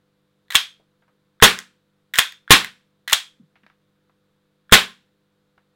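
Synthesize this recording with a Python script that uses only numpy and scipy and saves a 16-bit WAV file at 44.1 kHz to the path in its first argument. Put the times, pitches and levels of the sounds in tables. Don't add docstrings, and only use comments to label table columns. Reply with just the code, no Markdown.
import sys
import numpy as np
from scipy import signal
from scipy.fft import rfft, irfft
from scipy.io import wavfile

SR = 44100
rng = np.random.default_rng(int(sys.argv[2]) if len(sys.argv) > 2 else 0)


def master_out(mix):
    frames = np.transpose(np.atleast_2d(mix))
    ceiling = np.clip(frames, -1, 1)
    pcm = np.round(ceiling * 32767).astype(np.int16)
    wavfile.write(sys.argv[1], SR, pcm)


N = 253573
TOP_HZ = 16000
HAMMER_S = .009

# gas burst t/s, blast level/dB, decay/s, relative low thump level/dB,
# trigger break t/s, relative trigger level/dB
SHOTS = [(1.4239, 4, 0.0079, -2.5, 1.4012, -27), (2.506, 5, 0.0063, -4.5, 2.4782, -28),
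         (4.7227, 2, 0.0096, -4.5, 4.6952, -35)]
# closing t/s, length of the run/s, relative rattle level/dB,
# barrel lock level/dB, slam level/dB, relative steel ring level/dB
RACKS = [(0.553, .0488, -2, -11.5, 2.5, -7), (2.1865, .049, 3, -19, 2, -2.5),
         (3.1296, .0525, 0, -10, 0.5, -10.5)]
# f/Hz, relative level/dB
SNAP = [(100, -25.5), (2000, -4), (4500, -0.5), (7000, -0.5), (10000, -5), (14000, -3.5), (16000, -6)]
# f/Hz, level/dB
WALLS = [(50, -19.5), (150, -10), (400, -4.5), (700, -2), (1000, 0), (3500, 2), (6000, 0), (11000, -4.5),
         (16000, -5.5)]


def gas(barrel_db=16, standing_db=7):
    # f/Hz, relative level/dB
    gas_tone = [(40, -19), (150, -8), (280, -3), (430, 3.5), (680, -5), (1100, 0), (1700, 2), (2300, -4),
                (3400, 1.5), (5000, -13.5), (8000, -12.5), (12000, -13), (16000, -20)]
    # f/Hz, relative level/dB, time to fall 60 dB t60/s
    barrel_modes = [(447, -4, 0.03), (804, -6, 0.11), (1066, 5.5, 0.12), (1476, -6.5, 0.21),
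                    (1497, -3.5, 0.14), (1680, -1.5, 0.14), (1800, -4, 0.092), (2460, -8.5, 0.08),
                    (2780, -8.5, .09), (3040, -6.5, 0.12), (3746, -16, 0.22)]
    # f/Hz, level against the thump/dB, decay/s
    puff = [(30, -14, 0.021), (69, -4, .009), (135, -1.5, 0.011), (211, -2.5, 0.014), (426, 2.5, 0.0054)]
    # f/Hz, relative level/dB, t60/s
    room_modes = [(109, -11.5, .25), (186.3, -0.5, 0.38), (235, -6, 0.46), (350, -7.5, 0.083),
                  (504, -7.5, 0.073)]
    jet, body = np.zeros((2, N))
    for s, db, decay, thump_db, *_ in SHOTS:
        add(jet, s, undb(db) * burst(decay, gas_tone))
        add(body, s, undb(db + barrel_db) * ring(barrel_modes, scatter=0.0032))
        push = sum(undb(thump_db + share_db) * thump(hz, fade) for hz, share_db, fade in puff)
        add(body, s, push)
        add(body, s, undb(thump_db + standing_db) * ring(room_modes))
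    return jet, body


def slams(steel_db=13, jolt_hz=70, jolt_db=-32, jolt_decay=.0065):
    # f/Hz, relative level/dB
    slide_tone = [(40, -32.5), (250, -21), (600, -14.5), (1150, -5), (1900, 1), (2600, -2.5), (3400, 6.5),
                  (4700, -13), (6400, -6), (9000, -10.5), (13000, -13.5), (16000, -18.5)]
    # f/Hz, relative level/dB, t60/s
    steel_modes = [(2519, -11.5, .07), (3270, -5.5, 0.083), (3200, -0.5, 0.15), (3273, -5, 0.29),
                   (3380, -2.5, 0.21), (3344, 3.5, 0.043), (3580, -4, 0.072), (3550, -5.5, 0.29),
                   (4080, -12.5, .12), (6580, -8.5, 0.13)]
    crack, steel = np.zeros((2, N))
    for s, db, decay, ring_db in slide_blows():
        add(crack, s, undb(db) * burst(decay, slide_tone))
        add(steel, s, undb(db + ring_db + steel_db) * ring(steel_modes, scatter=0.014))
    for s, *_, db, _ in RACKS:
        add(crack, s, undb(db + jolt_db) * thump(jolt_hz, jolt_decay))
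    return crack, steel


def slide_blows():
    # delay after the shot/s, level/dB
    blowback = [(.0098, 4), (0.0169, 2)]
    slam_decay, blowback_decay, blowback_ring_db = 0.0023, 0.0054, -10
    bounce_s, bounce_db, bounce_decay, bounce_ring_db = .0047, 0, 0.0014, -5
    blows = []
    for s, _, _, _, db, ring_db in RACKS:
        blows.append((s, db, slam_decay, ring_db))
        blows.append((s + bounce_s, db + bounce_db, bounce_decay, ring_db + bounce_ring_db))
    for s, *_ in SHOTS:
        blows += [(s + delay, db, blowback_decay, blowback_ring_db) for delay, db in blowback]
    return blows


def action(frame_db=15, sear_db=16, sear_snap_db=-23, snap_decay=0.00058, lock_decay=.0018, lock_lead=0.0038):
    # t/s, relative body level/dB, snap level/dB
    lone_clicks = [(.4823, -52.5, -63), (1.589, -20.5, -18), (2.3228, -33, -33), (2.6462, -16.5, -21)]
    # f/Hz, relative level/dB, t60/s
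    frame_modes = [(1157, -11, 0.003), (1660, -2.5, 0.016), (1897, 1.5, .011), (2334, -8.5, 0.0031),
                   (3433.1, -1, .009), (3997, -5.5, 0.013)]
    # f/Hz, relative level/dB, t60/s
    sear_modes = [(1420, -1.5, .016), (1650, 0.5, .018), (2316, -12.5, .01), (3400, -9, 0.014)]
    # f/Hz, relative level/dB
    lock_tone = [(60, -31.5), (500, -19.5), (1100, 5), (1900, -2), (3500, -9), (6000, -24), (16000, -39.5)]
    out = np.zeros(N)
    for s, body_db, snap_db in part_clicks() + list(lone_clicks):
        add(out, s, undb(body_db + frame_db) * ring(frame_modes, scatter=.04))
        add(out, s, undb(snap_db) * burst(snap_decay, SNAP))
    for *_, s, db in SHOTS:
        add(out, s, undb(db + sear_db) * ring(sear_modes, scatter=0.017))
        add(out, s, undb(db + sear_snap_db) * burst(snap_decay, SNAP))
    for s, _, _, db, *_ in RACKS:
        add(out, s - lock_lead, undb(db) * burst(lock_decay, lock_tone))
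    return out


def part_clicks():
    # share of the run, relative body level/dB, relative snap level/dB
    run_stops = [(0, -19, -27.5), (0.069, -19, -23.5), (0.391, -18.5, -22), (.86, -27.5, -15.5)]
    # share of the swing, relative body level/dB, snap level/dB
    hammer_stops = [(0, -31, -35.5), (0.419, -24.5, -32.5)]
    chatter_per_s, chatter_db, chatter_snap_db, chatter_spread_db = 130, -28.5, -30.5, 2.5
    clicks = []
    for s, run, db, *_ in RACKS:
        for share, body_db, snap_db in run_stops:
            clicks.append((s - run * (1 - share), db + body_db, db + snap_db))
        for at, luck in scattered(s - run, s, chatter_per_s):
            force_db = db + chatter_spread_db * luck
            clicks.append((at, force_db + chatter_db, force_db + chatter_snap_db))
    for s, *_ in SHOTS:
        for share, body_db, snap_db in hammer_stops:
            clicks.append((s - HAMMER_S * (1 - share), body_db, snap_db))
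    return clicks


def rails(snap_db=-9, grain_db=5):
    # f/Hz, relative level/dB
    rail_tone = [(60, -39), (500, -29), (1100, -9.5), (1800, 2.5), (2600, -8.5), (3600, -1.5),
                 (5000, -21.5), (16000, -41.5)]
    grip = np.repeat(rng.standard_normal(N // 44 + 1), 44)[:N]
    scrape = unit(rng.standard_normal(N) * undb(grain_db * grip)) * np.sqrt(N)
    t = np.arange(N) / SR
    loudness = sum(undb(db) * ((t > start) & (t < end)) for start, end, db in rubs())
    scrape = scrape * loudness
    return colour(scrape, rail_tone) + undb(snap_db) * colour(scrape, SNAP)


def rubs(scrape_db=-36, hammer_rub_db=-40):
    slide_rubs = [(s - run, s, db + scrape_db) for s, run, db, *_ in RACKS]
    hammer_rubs = [(s - HAMMER_S, s, hammer_rub_db) for s, *_ in SHOTS]
    return slide_rubs + hammer_rubs


def handling(below_db=-13, above_db=-16, top_db=-45, sag=4):
    # t/s, level/dB, f/Hz, decay/s
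    grip_creaks = [(.797, -57.5, 595.5, 0.013), (3.556, -53.5, 1840, 0.013), (3.634, -54, 1690, 0.0078),
                   (3.6646, -42.5, 1830, 0.0025), (3.6995, -49.5, 1850, 0.0029),
                   (4.096, -56.5, 1050, 0.0047), (5.578, -50.5, 1400, .005)]
    # t/s, peak level/dB, starting f/Hz, time to the peak/s
    bumps = [(3.398, -43, 239.3, 0.0074), (3.412, -45, 201, 0.005), (3.426, -53.5, 162, 0.0078),
             (3.632, -57, 220, 0.0099)]
    out, t = np.zeros(N), np.arange(SR // 5) / SR
    for s, db, hz, decay in list(grip_creaks) + faint_creaks():
        creak_tone = [(hz / 4, below_db), (hz, 0), (hz * 2, above_db), (TOP_HZ / 2, top_db)]
        add(out, s, undb(db) * burst(decay, creak_tone))
    for s, db, hz, rise in bumps:
        phase = 2 * np.pi * np.cumsum(hz * np.exp(-sag * t)) / SR
        swell = t / rise * np.exp(1 - t / rise)
        add(out, s, undb(db) * np.sin(phase) * swell)
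    return out


def faint_creaks(pitch_spread=0.12, per_s=11, db=-60, middle_hz=1430, decay=0.012):
    # start t/s, end t/s
    regrips = [(.98, 1.15), (3.699, 3.7)]
    return [(s, db, middle_hz * np.exp(pitch_spread * luck), decay)
            for start, end in regrips
            for s, luck in scattered(start, end, per_s)]


def echoes(x):
    # delay/s, level/dB
    reflections = [(.0062, -16), (0.0128, -15)]
    out = np.zeros(N)
    for delay, db in reflections:
        add(out, delay, undb(db) * x)
    return out


def room(x, gap=.003, build=0.0047, late_db=-21, late_stretch=1.8, order=2):
    # f/Hz, t60/s
    room_t60 = [(100, 0.28), (500, .19), (1500, 0.23), (3500, .225), (7000, 0.23), (15000, 0.19)]
    out, noise = np.zeros(N), rng.standard_normal((2, N))
    x = x + 1e-9 * noise[0]
    for k, hz in enumerate(106 * 2 ** (np.arange(15) / 2)):
        edges = [hz / 2 ** .25, hz * 2 ** .25]
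        band = signal.butter(order, edges, "band", fs=SR, output="sos")
        power = linger(signal.sosfilt(band, x) ** 2, build)
        life = along(room_t60, hz) / np.log(10 ** 6)
        stored = linger(power, life) + undb(late_db) ** 2 * linger(power, life * late_stretch)
        hiss = unit(signal.sosfilt(band, noise[k % 2]))
        add(out, gap, undb(along(WALLS, hz)) * np.sqrt(stored * N) * hiss)
    return out


def background(air_db=-72.5):
    # f/Hz, average (rms) level/dB
    hum_tones = [(102.3, -83), (150.7, -75.5), (199.2, -73.5), (301.5, -79.5), (344.5, -87), (398.4, -89),
                 (500.6, -76.5), (672.9, -93.5)]
    # f/Hz, relative level/dB
    air_tone = [(25, -14.5), (60, -17), (130, -11), (250, -15.5), (450, -13), (700, -22), (1100, -19),
                (1450, -19), (2000, -24.5), (2800, -27), (3700, -22.5), (5500, -34.5), (15000, -39)]
    t = np.arange(N) / SR
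    hum = sum(np.sqrt(2) * undb(db) * np.sin(2 * np.pi * (hz * t + rng.random())) for hz, db in hum_tones)
    return hum + undb(air_db) * colour(rng.standard_normal(N), air_tone)


def burst(decay, spectrum):
    t = np.arange(SR // 5) / SR
    fade = np.exp(-t / max(decay, 1 / SR))
    noise = colour(rng.standard_normal(len(t)) * fade, spectrum)
    return unit(noise) * np.sqrt(np.sum(fade ** 2))


def ring(modes, scatter=0):
    t = np.arange(SR // 2) / SR
    out = 0
    for hz, db, t60 in modes:
        pitch = hz * (1 + scatter * rng.standard_normal())
        wave = np.sin(2 * np.pi * (pitch * t + rng.random()))
        out = out + undb(db) * unit(wave * np.exp(-np.log(1000) * t / t60))
    return unit(out * (1 - np.exp(-t / 0.00051)))


def thump(hz, decay):
    t = np.arange(SR // 5) / SR
    return np.sin(2 * np.pi * hz * t) * np.exp(-t / decay)


def scattered(start, end, rate):
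    count = max(1, round((end - start) * rate))
    moments = []
    for k, (u, v) in enumerate(rng.random((count, 2))):
        moments.append((start + (end - start) * (k + u) / count, np.sqrt(12) * (v - .5)))
    return moments


def colour(x, points, size=2048):
    level_db = along(points, np.arange(size // 2 + 1) * SR / size)
    cepstrum = irfft(np.log(undb(level_db)))
    cepstrum[1:size // 2] *= 2
    cepstrum[size // 2 + 1:] = 0
    return convolve(x, unit(irfft(np.exp(rfft(cepstrum)))))


def convolve(x, response):
    return signal.fftconvolve(x, response)[:len(x)]


def linger(power, seconds):
    keep = np.exp(-1 / (seconds * SR))
    return signal.lfilter([1 - keep], [1, -keep], power)


def along(points, hz):
    f, value = np.transpose(points)
    return np.interp(np.log(np.maximum(hz, 1)), np.log(f), value)


def add(track, s, sound):
    i = int(s * SR)
    track[i:i + len(sound)] += sound[:N - i]


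def undb(db):
    return 10 ** (np.asarray(db) / 20)


def unit(x):
    return x / np.sqrt(np.sum(x ** 2))


def scene(gas_room_db=-2, metal_room_db=-10, ring_room_db=-11, ring_room_decay=0.045):
    jet, body = gas()
    crack, steel = slams()
    metal = crack + action() + rails() + handling()
    ringing = body + steel
    reverb = room(undb(gas_room_db) * jet + undb(metal_room_db) * metal)
    wall_response = unit(burst(ring_room_decay, WALLS))
    reverb = reverb + undb(ring_room_db) * convolve(ringing, wall_response)
    mix = jet + metal + ringing + echoes(jet + metal) + reverb + background()
    return mix[None]


def record(dry):
    clipped = np.clip(dry, -1, 1)
    top_cut = signal.ellip(8, .2, 70, TOP_HZ, fs=SR, output="sos")
    return signal.sosfilt(top_cut, clipped)


dry = scene()
out = record(dry)
master_out(out)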